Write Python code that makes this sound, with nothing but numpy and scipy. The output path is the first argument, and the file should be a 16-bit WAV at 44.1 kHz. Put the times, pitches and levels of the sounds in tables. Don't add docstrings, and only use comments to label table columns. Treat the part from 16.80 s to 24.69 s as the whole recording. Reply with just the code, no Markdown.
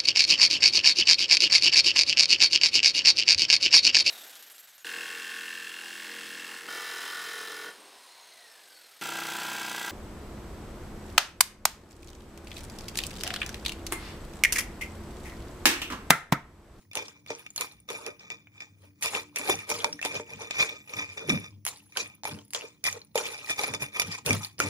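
import sys
import numpy as np
from scipy import signal
from scipy.fft import rfft, irfft, next_fast_len
from scipy.io import wavfile
from scipy.ndimage import map_coordinates

SR = 44100
rng = np.random.default_rng(int(sys.argv[2]) if len(sys.argv) > 2 else 0)


def boost_factor(decibels):
    exponent = np.asarray(decibels, float) / 20
    return 10 ** exponent


def to_wav(sig):
    pcm = np.clip(np.atleast_2d(sig), -1, 1) * 32767
    pcm = np.round(pcm).astype(np.int16)
    wavfile.write(sys.argv[1], SR, pcm.T)


N = 347943


def rms_one(x):
    return x / np.sqrt(np.mean(x ** 2) + 1e-20)


def in_time(rows):
    s, *columns = np.transpose(rows)
    return [np.interp(np.arange(N) / SR, s, column) for column in columns]


def at_hz(points, hz):
    table_hz, value = np.transpose(points)
    return np.interp(np.log(hz), np.log(table_hz), value)


def colour(x, points, size=4096):
    hz = np.maximum(np.arange(size // 2 + 1), 1) * SR / size
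    cepstrum = irfft(np.log(boost_factor(at_hz(points, hz))))
    cepstrum[1:size // 2] *= 2
    cepstrum[size // 2 + 1:] = 0
    kernel = irfft(np.exp(rfft(cepstrum)))
    return signal.oaconvolve(np.atleast_2d(x), [kernel / np.linalg.norm(kernel)])[:, :N]


def above(x, hz):
    return signal.sosfilt(signal.butter(4, hz, "high", fs=SR, output="sos"), x)


def drift(rate):
    r = np.exp(-80 * np.pi * rate / SR)
    slow = signal.lfilter([1], [1, -2 * r, r * r], rng.standard_normal(N // 40 + 2002))[2000:]
    return np.interp(np.arange(N) / 40, np.arange(len(slow)), rms_one(slow))


def ring(x, hz, t60):
    r, w = boost_factor(-60 / (t60 * SR)), 2 * np.pi * hz / SR
    return signal.lfilter([0, np.sin(w)], [1, -2 * r * np.cos(w), r * r], x + 1e-18)


def rough():
    return np.clip(2 * rng.standard_normal(N), -1.2, 1.2)


def grains(per_s, spread_db):
    sizes = boost_factor(spread_db * np.minimum(rng.exponential(1, N), 5)) * rng.choice([-1, 1], N)
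    return rms_one(sizes * (rng.random(N) < per_s / SR))


def struck(body, force, at):
    since = np.searchsorted(at, np.arange(N), side="right")
    uneven = boost_factor(rng.uniform(-3, 3, (len(body), len(at) + 1)))
    return sum(boost_factor(db) * ring(force * share[since], hz, t60) for share, (hz, db, t60) in zip(uneven, body))


def bursts(at, db, fall_s):
    clicks = np.zeros(N)
    clicks[at] = boost_factor(db)
    return signal.lfilter([1], [1, -np.exp(-1 / (fall_s * SR))], clicks + 1e-18)


def swells(s, db, rise_s, fall_s, rest_db, hold_s=0, lead_s=9):
    t = np.arange(0, N + 64, 64)[:, None] / SR
    slope = np.maximum(s - t, 0) / rise_s + np.maximum(t - s - hold_s, 0) / fall_s
    power = boost_factor(db - 40 * slope) ** 2 * (t > s - lead_s) + 1e-30
    total = power.sum(axis=1) + boost_factor(rest_db) ** 2
    level_db = np.interp(np.arange(N) / SR, t[:, 0], 10 * np.log10(total))
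    return level_db, power / power.sum(axis=1)[:, None]


def swell_and_die(events):
    out, t = np.zeros(N + 8000), np.arange(8000) / SR
    for s, db, hz, cycles in events:
        age = t * hz / max(cycles, .5) * 2
        start = int(s * SR)
        out[start:start + 8000] += boost_factor(db - 3.0) * age * np.exp(1 - age) * np.sin(2 * np.pi * hz * t)
    return out[:N]


# f/Hz, likeness -1..1
PORT_LIKENESS = [(60, 0.64), (240, 0.99), (950, -0.35), (3770, 0.8), (15000, -0.061)]
PATCHES_PER_OCTAVE, STREAK_SHARE, PATCH_DB, FLICKER_DB = 3.5, 0.59, 5.5, 3


def wide_noise(patchy_db=0):
    mid, side = signal.stft(rng.standard_normal((2, N)), nperseg=256)[2]
    alike = np.clip(at_hz(PORT_LIKENESS, (np.arange(129) + .5) * SR / 256), -1, 1)[:, None]
    octaves = PATCHES_PER_OCTAVE * np.log2(np.arange(1, 130))
    pitch, time = np.meshgrid(octaves, np.arange(mid.shape[1]) / 8, indexing="ij")
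    patches = map_coordinates(rng.standard_normal((40, N // 1024 + 3)), [pitch, time], order=1)
    lanes = rng.standard_normal((129, N // 2048 + 3))
    streaks = map_coordinates(lanes, [np.indices(time.shape)[0], time / 2], order=1)
    gain = boost_factor(patchy_db * patches) * boost_factor(STREAK_SHARE * patchy_db * streaks)
    both = gain * (np.sqrt(1 + alike) * mid + np.sqrt(1 - alike) * side * [[[1]], [[-1]]])
    return rms_one(signal.istft(both, nperseg=256)[1][:, :N])


def at_ports(x, lag_s):
    size = next_fast_len(N)
    spin = np.exp(-2j * np.pi * np.arange(size // 2 + 1) * SR / size * lag_s)
    return np.array([irfft(rfft(x, size) * spin, size)[:N], x])


# f/Hz, level/dB
AIR_COLOUR = [(15, -73.5), (25, -35.5), (109, 13.5), (1610, -29), (2360, -20.5), (2710, -34.5), (3560, -34),
              (6130, -17), (8270, -47.5), (10600, -15), (13500, -58), (15500, -9), (16800, -53)]


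def still_air():
    return boost_factor(-66) * colour(wide_noise(3.0), AIR_COLOUR)


def electronics():
    return boost_factor(-75) * np.sin(2 * np.pi * 15470 * np.arange(N) / SR)


KITCHEN_T60_S, WALL_CUT_HZ, KITCHEN_DB = 0.27, 7600, -23.5


def kitchen(x):
    size = next_fast_len(N + SR)
    spin = -2j * np.pi * np.arange(size // 2 + 1) / size
    dull, out = 1 / (1 - spin * SR / (2 * np.pi * WALL_CUT_HZ)), [0, 0]
    for k, lag in enumerate((rng.uniform(0.01, 0.033, 16) * SR).astype(int)):
        loop = boost_factor(-60 * lag / SR / KITCHEN_T60_S) * dull * np.exp(spin * lag)
        out[k % 2] = out[k % 2] + (-1) ** (k // 2) * loop / (1 - loop)
    return boost_factor(KITCHEN_DB) * irfft(np.array(out) * rfft(x, size), size)[:, :N]


# f/Hz, level/dB
TABLE_COLOUR = [(15, -17), (25, -30), (156, 1.5), (228, -2.5), (260, -6.5), (297, -5.5), (350, -19.5),
                (460, -30.5), (770, -120)]
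# f/Hz, level/dB, t60/s
TABLE_MODES = [(104.2, -1, .3), (174, -7.5, 0.043), (210.6, -2, 0.25), (292.5, 1, 0.19)]
# t/s, level/dB
SHOVES = [(2.33, -53), (2.72, -45.5), (2.93, -49), (3.11, -46.5), (3.34, -48.5), (3.53, -49.5), (3.74, -55),
          (4.17, -49.5), (4.495, -28), (4.72, -52), (5.199, -55), (5.5, -42.5), (6.08, -62), (6.9, -43.5),
          (7.0, -47.5), (7.24, -42.5), (7.491, -29.5), (7.82, -34)]
SHOVE_RISE_S, SHOVE_HOLD_S, SHOVE_FALL_S, TABLE_REST_DB = 0.098, 0.042, 0.11, -66


def table(at, bowl_db):
    shove_db, _ = swells(*np.transpose(SHOVES), SHOVE_RISE_S, SHOVE_FALL_S, TABLE_REST_DB, SHOVE_HOLD_S)
    shove_db = np.minimum(shove_db, np.maximum(bowl_db + 10.0, -56))
    rumble = colour(boost_factor(shove_db - 5.5 + FLICKER_DB * drift(28)) * wide_noise(), TABLE_COLOUR)
    force = (boost_factor(shove_db - 37.5) + boost_factor(-102 + 2.2 * drift(6.2))) * rough()
    return rumble + struck(TABLE_MODES, force, at)


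# t/s, level/dB, f/Hz, length/cycles
HUMS = [(.04, -52, 95, 6.0), (.93, -52, 60, 4.0), (1.9, -48, 100, 7.0), (2.0, -48, 95, 7.0),
        (2.46, -50, 297, 14.0), (3.13, -44, 295, 12.0), (3.33, -42, 105, 6.0), (3.53, -44, 105, 6.0),
        (4.26, -46, 95, 6.0), (4.705, -40, 100, 8.0), (6.07, -44, 100, 8.0), (6.14, -40, 470, 14.0),
        (4.37, -38, 450, 12.0)]


def hums():
    return swell_and_die([(s, db - 4.0, hz, cycles) for s, db, hz, cycles in HUMS])


# t/s, level/dB, f/Hz, length/cycles
BUMPS = [(0.167, -32, 450, 2.2), (0.504, -41, 452, 2.2), (1.104, -29, 443, 2.6), (2.242, -43, 498, 2.5),
         (2.359, -34, 475, 2.5), (2.599, -38, 283, 2.9), (2.699, -33, 377, 2.5), (2.914, -29, 457, 2.5),
         (3.109, -50, 301, 2.3), (3.252, -29, 464, 2.1), (3.349, -33, 468, 2.5), (3.819, -33, 418, 2.5),
         (4.153, -43, 110, 2.5), (4.419, -38, 436, 2.8), (4.487, -20.5, 354, 2.6), (4.504, -21.5, 199, 2.5),
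         (4.522, -24, 260, 2.5), (4.539, -21, 154, 2.4), (4.559, -22, 210, 2.2), (4.609, -39, 167, 2.5),
         (4.679, -44, 111, 2.5), (5.199, -41, 468, 2.9), (5.459, -41, 479, 2.5), (5.519, -41, 226, 2.5),
         (6.355, -17.5, 514, 3), (6.379, -25, 452, 2.7), (6.81, -31, 479, 2.5), (6.874, -37, 460, 2.5),
         (6.941, -34, 456, 2.5), (7.019, -34.5, 135, 2.3), (7.239, -38, 161, 2.5), (7.281, -33, 169, 2.5),
         (7.462, -27.5, 132, 2.1), (7.509, -23, 237, 2.3), (7.529, -30, 234, 2.5), (7.559, -34, 135, 2.5),
         (7.599, -37, 164, 2.3), (7.799, -28.5, 374, 2.6), (7.839, -28, 304, 2.5)]


def bumps():
    return swell_and_die(BUMPS)


# t/s, f/Hz, level/dB
SQUEAKS = [
    [(3.93, 11300, -79.5), (3.978, 12430, -81), (4.09, 10700, -59)],
    [(3.95, 7500, -66), (4.0, 7560, -60), (4.08, 7000, -62)],
    [(4.66, 10800, -77), (4.69, 11220, -71), (4.76, 8850, -101)],
    [(4.98, 10700, -63.5), (5.004, 11620, -75), (5.12, 10390, -59)],
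]


def squeaks():
    out, t = np.zeros(N), np.arange(N) / SR
    for rows in SQUEAKS:
        hz, db = in_time(rows)
        fade = np.clip(np.minimum(t - rows[0][0], rows[-1][0] - t) / 0.015, 0, 1)
        phase = 2 * np.pi * np.cumsum(hz * (1 + .004 * drift(100))) / SR
        out += fade * boost_factor(db - 1 + 5.9 * drift(40)) * np.sin(phase)
    return out


# t/s, level/dB, f/Hz
PLOPS = [(0.224, -40, 851), (0.781, -40, 929), (1.186, -34, 918), (1.265, -36, 813), (2.332, -27, 802),
         (2.359, -27, 1000), (2.687, -15, 773), (2.739, -28, 794), (2.976, -35, 982), (3.087, -29, 904),
         (3.787, -32, 1240), (3.826, -26, 1020), (5.189, -33, 1410), (5.258, -45, 1750), (5.476, -33, 912),
         (5.512, -37, 888), (6.399, -29, 1400), (6.534, -38, 1440), (6.672, -29, 1930), (6.79, -23, 845),
         (6.879, -34, 840), (7.224, -34, 1870)]


def plops():
    return swell_and_die([(s, db - 6, hz, 7.0) for s, db, hz in PLOPS])


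# f/Hz, level/dB
KNOCK_COLOUR = [(120, -49), (200, -23), (391, -2), (453, 4), (719, -11), (1600, -13), (2080, -49),
                (3520, -120)]
# f/Hz, level/dB, t60/s
BOWL_MODES = [(287, -3.5, 0.26), (364, -5.5, 0.38), (468.5, 3, 0.24), (596.4, 6, 0.13), (900, -0.5, 0.26)]


def bowl(at, knock_db, bowl_db):
    knock = bursts(at, knock_db - 9.0, 0.002) * rough() + boost_factor(bowl_db - 12.5) * grains(300, 2.86)
    direct = above(colour(knock, KNOCK_COLOUR)[0], 150) + boost_factor(-33.5) * struck(BOWL_MODES, knock, at)
    haze = boost_factor(bowl_db - 4.5 + FLICKER_DB * drift(27)) * wide_noise(PATCH_DB)
    return direct, above(colour(haze, KNOCK_COLOUR), 160)


# t/s, level/dB
TICKS = [(0.1131, -40), (0.2229, -32), (0.4743, -38), (1.0884, -29), (1.1314, -39), (1.519, -36),
         (2.7884, -34), (3.3448, -28.5), (3.462, -47), (3.494, -44), (3.5347, -38), (3.6277, -41),
         (3.6711, -38), (3.7547, -39), (3.7886, -25), (3.8255, -19.5), (3.8927, -28), (3.9409, -40),
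         (4.0746, -40), (4.0956, -37), (4.136, -33), (4.1664, -27), (4.2143, -34), (4.3734, -38),
         (5.1225, -45), (5.2589, -39), (5.2994, -45), (5.3368, -56), (5.4744, -32), (5.5119, -38),
         (6.0744, -20), (6.454, -27), (6.5347, -36), (6.6124, -44), (6.6443, -35), (6.7812, -29),
         (6.8792, -31), (7.0075, -32), (7.0219, -26.5), (7.0848, -41), (7.1364, -49), (7.1516, -33),
         (7.1641, -32), (7.3144, -33), (7.352, -38), (7.38, -37), (7.5065, -19), (7.6313, -28)]


def ticks():
    s, db = np.transpose(TICKS)
    return s, bursts(np.round(s * SR).astype(int), db, 0.0014) * rough()


# t/s, level/dB
RIM_FREEDOM = [(0.0, -14.5), (.24, -4.5), (.85, -4), (1.65, 2.5), (2.3, -6), (2.75, -1.5), (3.15, -6),
               (3.8, 1.5), (4.1, 0.5), (4.69, 2.5), (4.75, -25.5), (5.33, -1.5), (5.68, -23), (5.86, -5),
               (6.1, -8), (6.74, -4), (7.11, 0.5), (7.6, -11.5), (7.89, -3.5)]


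def rim_freedom():
    return in_time(RIM_FREEDOM)[0]


# f/Hz, level/dB, t60/s
RIM_MODES = [(1247, -9.5, 0.091), (1940, -11.5, 0.08), (2325, 4, 0.07), (2430, 5, 0.06), (3575, -1.5, .07),
             (4900, -8.5, 0.04), (5250, -7, 0.02), (5620, -5, 0.022), (6120, -8, 0.03), (6710, -12, 0.05)]


def rim(at, rim_db, squelch_db, crack, tick_s, tick):
    drag = boost_factor(-23) * crack + boost_factor(squelch_db - 23.0) * grains(800, 3.0)
    force = boost_factor(rim_db + 2.5 * drift(14.0)) * drag + boost_factor(-24.5) * tick
    return boost_factor(2.8 * drift(35)) * struck(RIM_MODES, force, np.sort(np.r_[at, tick_s * SR]))


CRACK_S, TAIL_DB = .0003, -23
# f/Hz, level/dB
FIZZ_COLOUR = [(4880, -44), (8300, -5), (10000, 2.5), (11300, -3), (13000, -26), (15200, -5), (16100, -28),
               (16500, -33.5), (16800, -41)]


def fizz(at, bright_db, grind_db):
    crisp = bursts(at, bright_db + 0.5, CRACK_S) * rough() + boost_factor(grind_db - 6) * grains(1500, 5)
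    tail = bursts(at, bright_db + TAIL_DB, 0.011) + boost_factor(grind_db - 1.5 + FLICKER_DB * drift(43))
    direct = above(colour(crisp, FIZZ_COLOUR)[0], 6700)
    return direct, above(colour(tail * wide_noise(PATCH_DB), FIZZ_COLOUR), 9200)


def blobs(per_s, low_hz, high_hz, cycles):
    clicks, dealt = grains(per_s, 2.1), rng.integers(0, 12, N)
    pitches = np.geomspace(low_hz, high_hz, 12)
    clumps = boost_factor(7 * drift(20))
    sizes = [clicks * (dealt == k) * np.roll(clumps, k * N // 12) for k in range(12)]
    return rms_one(sum(ring(size, hz, cycles / hz) * np.sqrt(hz) for size, hz in zip(sizes, pitches)))


def pops(at, db, pitch_hz, crack_db):
    out, t = np.zeros(N + 900), np.arange(900) / SR
    hisses = rng.standard_normal((len(at), 900))
    for i, level_db, hz, broad_db, hiss in zip(at, db, pitch_hz, crack_db, hisses):
        burst = np.sin(2 * np.pi * hz * t) * np.exp(-t * hz / (5.5 - 0.45 * broad_db))
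        splutter = rms_one(ring(hiss, hz, 33.0 / hz)) * np.exp(-t / .005)
        out[i:i + 900] += boost_factor(level_db) * burst + boost_factor(level_db - 7.0) * splutter
    return out[:N]


# f/Hz, level/dB
SQUELCH_COLOUR = [(410, -44.5), (700, -9.5), (1000, -7.5), (1530, -15), (1880, -9), (3520, -8), (8200, -4),
                  (10700, -50.5), (18000, -120)]


def squelch(at, db, hz, crack_db, wet_db, crack):
    wet = crack + boost_factor(wet_db - 3) * blobs(1800, 855, 7400, cycles=23.7)
    tail = bursts(at, db + crack_db + TAIL_DB, 0.01) + boost_factor(wet_db - 3.5 + FLICKER_DB * drift(50))
    direct = above(colour(wet, SQUELCH_COLOUR)[0] + pops(at, db, hz, crack_db), 540)
    return direct, above(colour(tail * wide_noise(PATCH_DB), SQUELCH_COLOUR), 780)


# t/s, squelch level/dB, fizz level over squelch/dB, bowl level/dB, 40 dB drain/s
BLOWS = [(.169, -41, -10.5, -34.5, 0.2854), (0.505, -44.5, -15.5, -43, 0.24), (0.811, -36, -5, -41, 0.19),
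         (1.108, -43, -3.5, -38, 0.36), (1.409, -57, -37, -57, 0.3), (1.515, -53, -42, -49, 0.2),
         (1.825, -54, -24, -62, 0.16), (2.24, -33, 0, -40.5, 0.19), (2.572, -42.5, -5.5, -40, 0.58),
         (2.898, -35.5, -4.5, -32.5, 0.37), (3.25, -40, -4.5, -42, 0.23), (3.722, -49, -29, -57, 0.54),
         (4.501, -36.5, -6.5, -30, 0.25), (4.876, -43, -2.5, -50, 0.25), (5.18, -35.5, -6.5, -37.5, 0.19),
         (5.475, -37.5, -6, -36.5, 0.2042), (5.755, -38.5, -9.5, -40, 0.25), (6.068, -33.5, -5, -51, 0.18),
         (6.375, -35, -3, -28.5, 0.34), (6.913, -53, -16, -39, 0.28), (7.169, -39, -6, -40, 0.2),
         (7.478, -31, -1, -24.5, 0.18), (7.226, -31, -9, -37, 0.02), (7.811, -34.5, -6, -31, 0.45),
         (4.101, -46, -11, -48, .4), (4.17, -41.5, -14.5, -44.5, 0.26), (4.379, -48, -10.5, -42.5, .4),
         (6.458, -39.5, -7, -51, 0.37), (6.792, -34, -5.5, -34.5, 0.26), (7.025, -35, -1.5, -38, 0.1),
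         (7.142, -53, -1, -57, 0.4), (7.319, -39.5, -5, -54, 0.11), (7.383, -49, -17, -53, 0.08),
         (2.66, -43.5, -1, -45, .3), (7.535, -35, -4.5, -35, 0.14)]
# t/s, squelch level/dB, fizz level over squelch/dB, bowl level/dB
TWISTS = [(0.02, -63.5, -4.5, -66), (.6, -53, 5, -62), (.77, -63, 7, -76.5), (1.273, -48, -8.5, -38),
          (1.775, -62, -20, -66), (2.048, -61.5, -2.5, -55.5), (2.362, -34, -6, -30.5),
          (2.704, -32.5, -3.5, -27.5), (2.809, -46, -6, -50), (2.99, -41.5, -7, -43),
          (3.061, -49, -5, -31.5), (3.358, -39.5, -11.5, -36), (3.522, -48.5, -11, -43.5),
          (3.623, -45, -8, -38), (3.823, -30, -9, -31.5), (3.93, -48.5, -23, -43.5), (4.14, -50, -12, -48),
          (4.22, -50.5, -17, -50), (4.329, -51, -10, -64), (4.435, -59, -16, -41.5), (4.65, -54, -12, -64),
          (5.14, -62, -4, -74), (5.579, -55.5, -11, -47), (5.84, -54, -3, -44), (6.162, -55, -10, -46),
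          (6.52, -44.5, -5, -52), (6.609, -49.5, -10, -54), (6.706, -40, -4, -45), (6.835, -37, -8, -34.5),
          (6.88, -40, -8.5, -37), (7.09, -60, -14, -53), (7.275, -44, -7, -49), (7.35, -44, -5.5, -56),
          (7.634, -41, -1.5, -58)]
BLOW_RISE_S, TWIST_RISE_S, TWIST_FALL_S, BOWL_DRAIN, REST_DB = 0.059, .18, .14, 0.78, -84.5
BLOW_LEAD_S, TWIST_LEAD_S = 0.03, 1


def strokes():
    rows = [(*row[:4], BLOW_RISE_S, row[4], BLOW_LEAD_S) for row in BLOWS]
    rows += [(*row, TWIST_RISE_S, TWIST_FALL_S, TWIST_LEAD_S) for row in TWISTS]
    s, squelch_db, fizz_db, bowl_db, rise_s, fall_s, lead_s = np.transpose(rows)
    wet, share = swells(s, squelch_db, rise_s, fall_s, REST_DB, 0, lead_s)
    stone, _ = swells(s, bowl_db, BOWL_DRAIN * rise_s, BOWL_DRAIN * fall_s, REST_DB, 0, lead_s)
    return wet, np.repeat(share @ fizz_db, 64)[:N], stone


# t/s, level/dB, pop f/Hz, knock level over peak/dB
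THUDS = [(.1718, -24, 2660, 2), (.5042, -31, 940, 9.5), (1.102, -29.5, 3580, 8.5),
         (1.2643, -27.5, 2560, -6), (1.5024, -30, 2330, -1.5), (2.2588, -25, 2500, 5.5),
         (2.594, -32.5, 986, 6), (2.6988, -18.5, 1020, 2), (2.9144, -23.5, 954, 7.5),
         (3.0443, -17.5, 924, -4), (3.25, -22, 5030, 5), (3.2575, -23.5, 776, -8),
         (3.3976, -37.5, 900, 17.5), (3.709, -24, 2310, -16), (4.4947, -21, 5470, -4),
         (5.4348, -31.5, 856, -8), (5.4425, -32, 6800, -5), (5.4527, -26, 870, -18),
         (6.0525, -26, 1970, -25), (5.7475, -18.5, 3280, -9), (6.3557, -24.5, 810, 11),
         (6.3845, -29, 846, -10), (6.6965, -28.5, 1900, -6), (6.709, -27, 1900, -7), (6.8144, -29, 1064, 6),
         (6.8359, -25, 790, 3), (6.938, -24, 2360, -2.5), (6.948, -24.5, 4910, -3),
         (7.2185, -21.5, 2670, -7), (7.8017, -14.5, 1395, -11)]
# t/s, level/dB, broad crack level over peak/dB
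SNAPS = [(0.154, -22, 5), (0.8097, -20, 7), (1.0015, -45, -27), (2.2318, -20.5, -4), (2.5853, -21.5, -4),
         (2.901, -21.5, 5), (4.474, -36.5, -18.5), (4.8514, -23.5, 4.5), (4.8654, -24, 8), (4.879, -29, 10),
         (4.887, -30, 8), (4.9722, -39, -7), (5.706, -37.5, 1.5), (5.7346, -25, 7.5), (6.0406, -23.5, 6.5),
         (6.7026, -22.5, -.5), (7.1977, -18, 6.5), (2.892, -23, 0), (7.7912, -28, 5), (2.788, -40, 0),
         (3.156, -44, -5), (5.275, -40, -7), (5.68, -49, -8), (7.4622, -18, 5), (7.549, -34, -14.5),
         (0.921, -43, -1), (6.357, -25, 3), (2.3929, -46, -17), (4.599, -40, -7.5), (5.35, -44.5, -24),
         (5.6505, -47.5, -17), (6.2484, -46.5, -20), (7.381, -46, 7)]
# t/s, level/dB, pop f/Hz, broad crack level over peak/dB
POCKETS = [(0.133, -35.5, 2660, 5), (.282, -33, 5300, -2), (0.4628, -40, 2360, 0.5),
           (0.4837, -37, 4300, -17), (0.6636, -38, 2720, 1.5), (0.704, -36, 7000, -19),
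           (0.761, -21, 6800, -3), (0.7783, -22, 4240, -2.5), (1.395, -41, 5400, -5),
           (1.671, -43, 2380, -10), (1.8045, -36, 2370, 2), (1.808, -38, 5400, -5),
           (2.225, -22, 2540, 3.62), (5.5883, -38, 3120, -1), (2.5598, -19, 5970, 8),
           (2.5722, -24, 2620, -5), (3.1274, -24, 5550, -39), (3.192, -32, 1830, -18),
           (3.2148, -31, 2500, 4), (3.227, -22.5, 2610, -3), (3.8931, -31, 3580, -25),
           (4.8737, -27, 3120, 3), (5.1634, -29.5, 1547, -11), (5.1718, -16, 3070, 3),
           (6.2167, -39, 4220, -19), (6.0661, -23, 1960, 6.5), (6.0877, -25, 1940, 3),
           (6.1271, -21.5, 6650, -8.5), (6.3775, -19, 3130, 0), (7.5306, -20, 3440, 6),
           (7.6475, -24, 4500, -1)]
THUD_CRACK_DB, SNAP_KNOCK_DB, POCKET_KNOCK_DB, SNAP_HZ, SNAP_SCATTER = 5, -21.5, -28.5, 9970, 0.089


def contacts():
    rows = [(*row, THUD_CRACK_DB) for row in THUDS]
    scatter = rng.uniform(-1.2, 1, len(SNAPS))
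    for (s, db, crack_db), u in zip(SNAPS, scatter):
        rows.append((s, db, SNAP_HZ * (1 + SNAP_SCATTER * u), SNAP_KNOCK_DB, crack_db))
    rows += [(s, db, hz, POCKET_KNOCK_DB, crack_db) for s, db, hz, crack_db in POCKETS]
    return np.transpose(sorted(rows))


def pestle():
    squelch_db, fizz_db, bowl_db = strokes()
    s, db, hz, knock_db, crack_db = contacts()
    at = np.round(s * SR).astype(int)
    rim_db = rim_freedom()
    wet_db = squelch_db - .45 * np.maximum(rim_db + 6.0, 0)
    bright_db = db + crack_db + np.clip(fizz_db[at], -25, 5)
    crack = bursts(at, db + crack_db + 1.5, CRACK_S) * rough()
    tick_s, tick = ticks()
    stone, stone_spread = bowl(at, db + knock_db, bowl_db)
    crisp, crisp_spread = fizz(at, bright_db, squelch_db + fizz_db)
    wet, wet_spread = squelch(at, db, hz, crack_db, wet_db, crack)
    pulp = wet + crisp + stone + bumps() + hums() + plops() + boost_factor(-9.5) * above(tick, 1500)
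    spread = wet_spread + crisp_spread + stone_spread + table(at, bowl_db)
    return pulp, rim(at, rim_db, squelch_db, crack, tick_s, tick), spread


def scene():
    pulp, metal, spread = pestle()
    pulp = pulp + squeaks()
    room = kitchen(pulp + metal + spread[0])
    return at_ports(pulp, .00008) + at_ports(metal, 0.00018) + spread + room + still_air()


def top_cut(x):
    return signal.sosfilt(signal.butter(12, 17130, fs=SR, output="sos"), x)


def record(dry):
    heard = above(dry, 55) - 0.76 * signal.lfilter(*signal.iirpeak(7930, 8.0, fs=SR), dry)
    heard = signal.sosfilt(signal.cheby2(8, 50, 17200, fs=SR, output="sos"), heard)
    return top_cut(heard + electronics())


dry = scene()
out = record(dry)
to_wav(out)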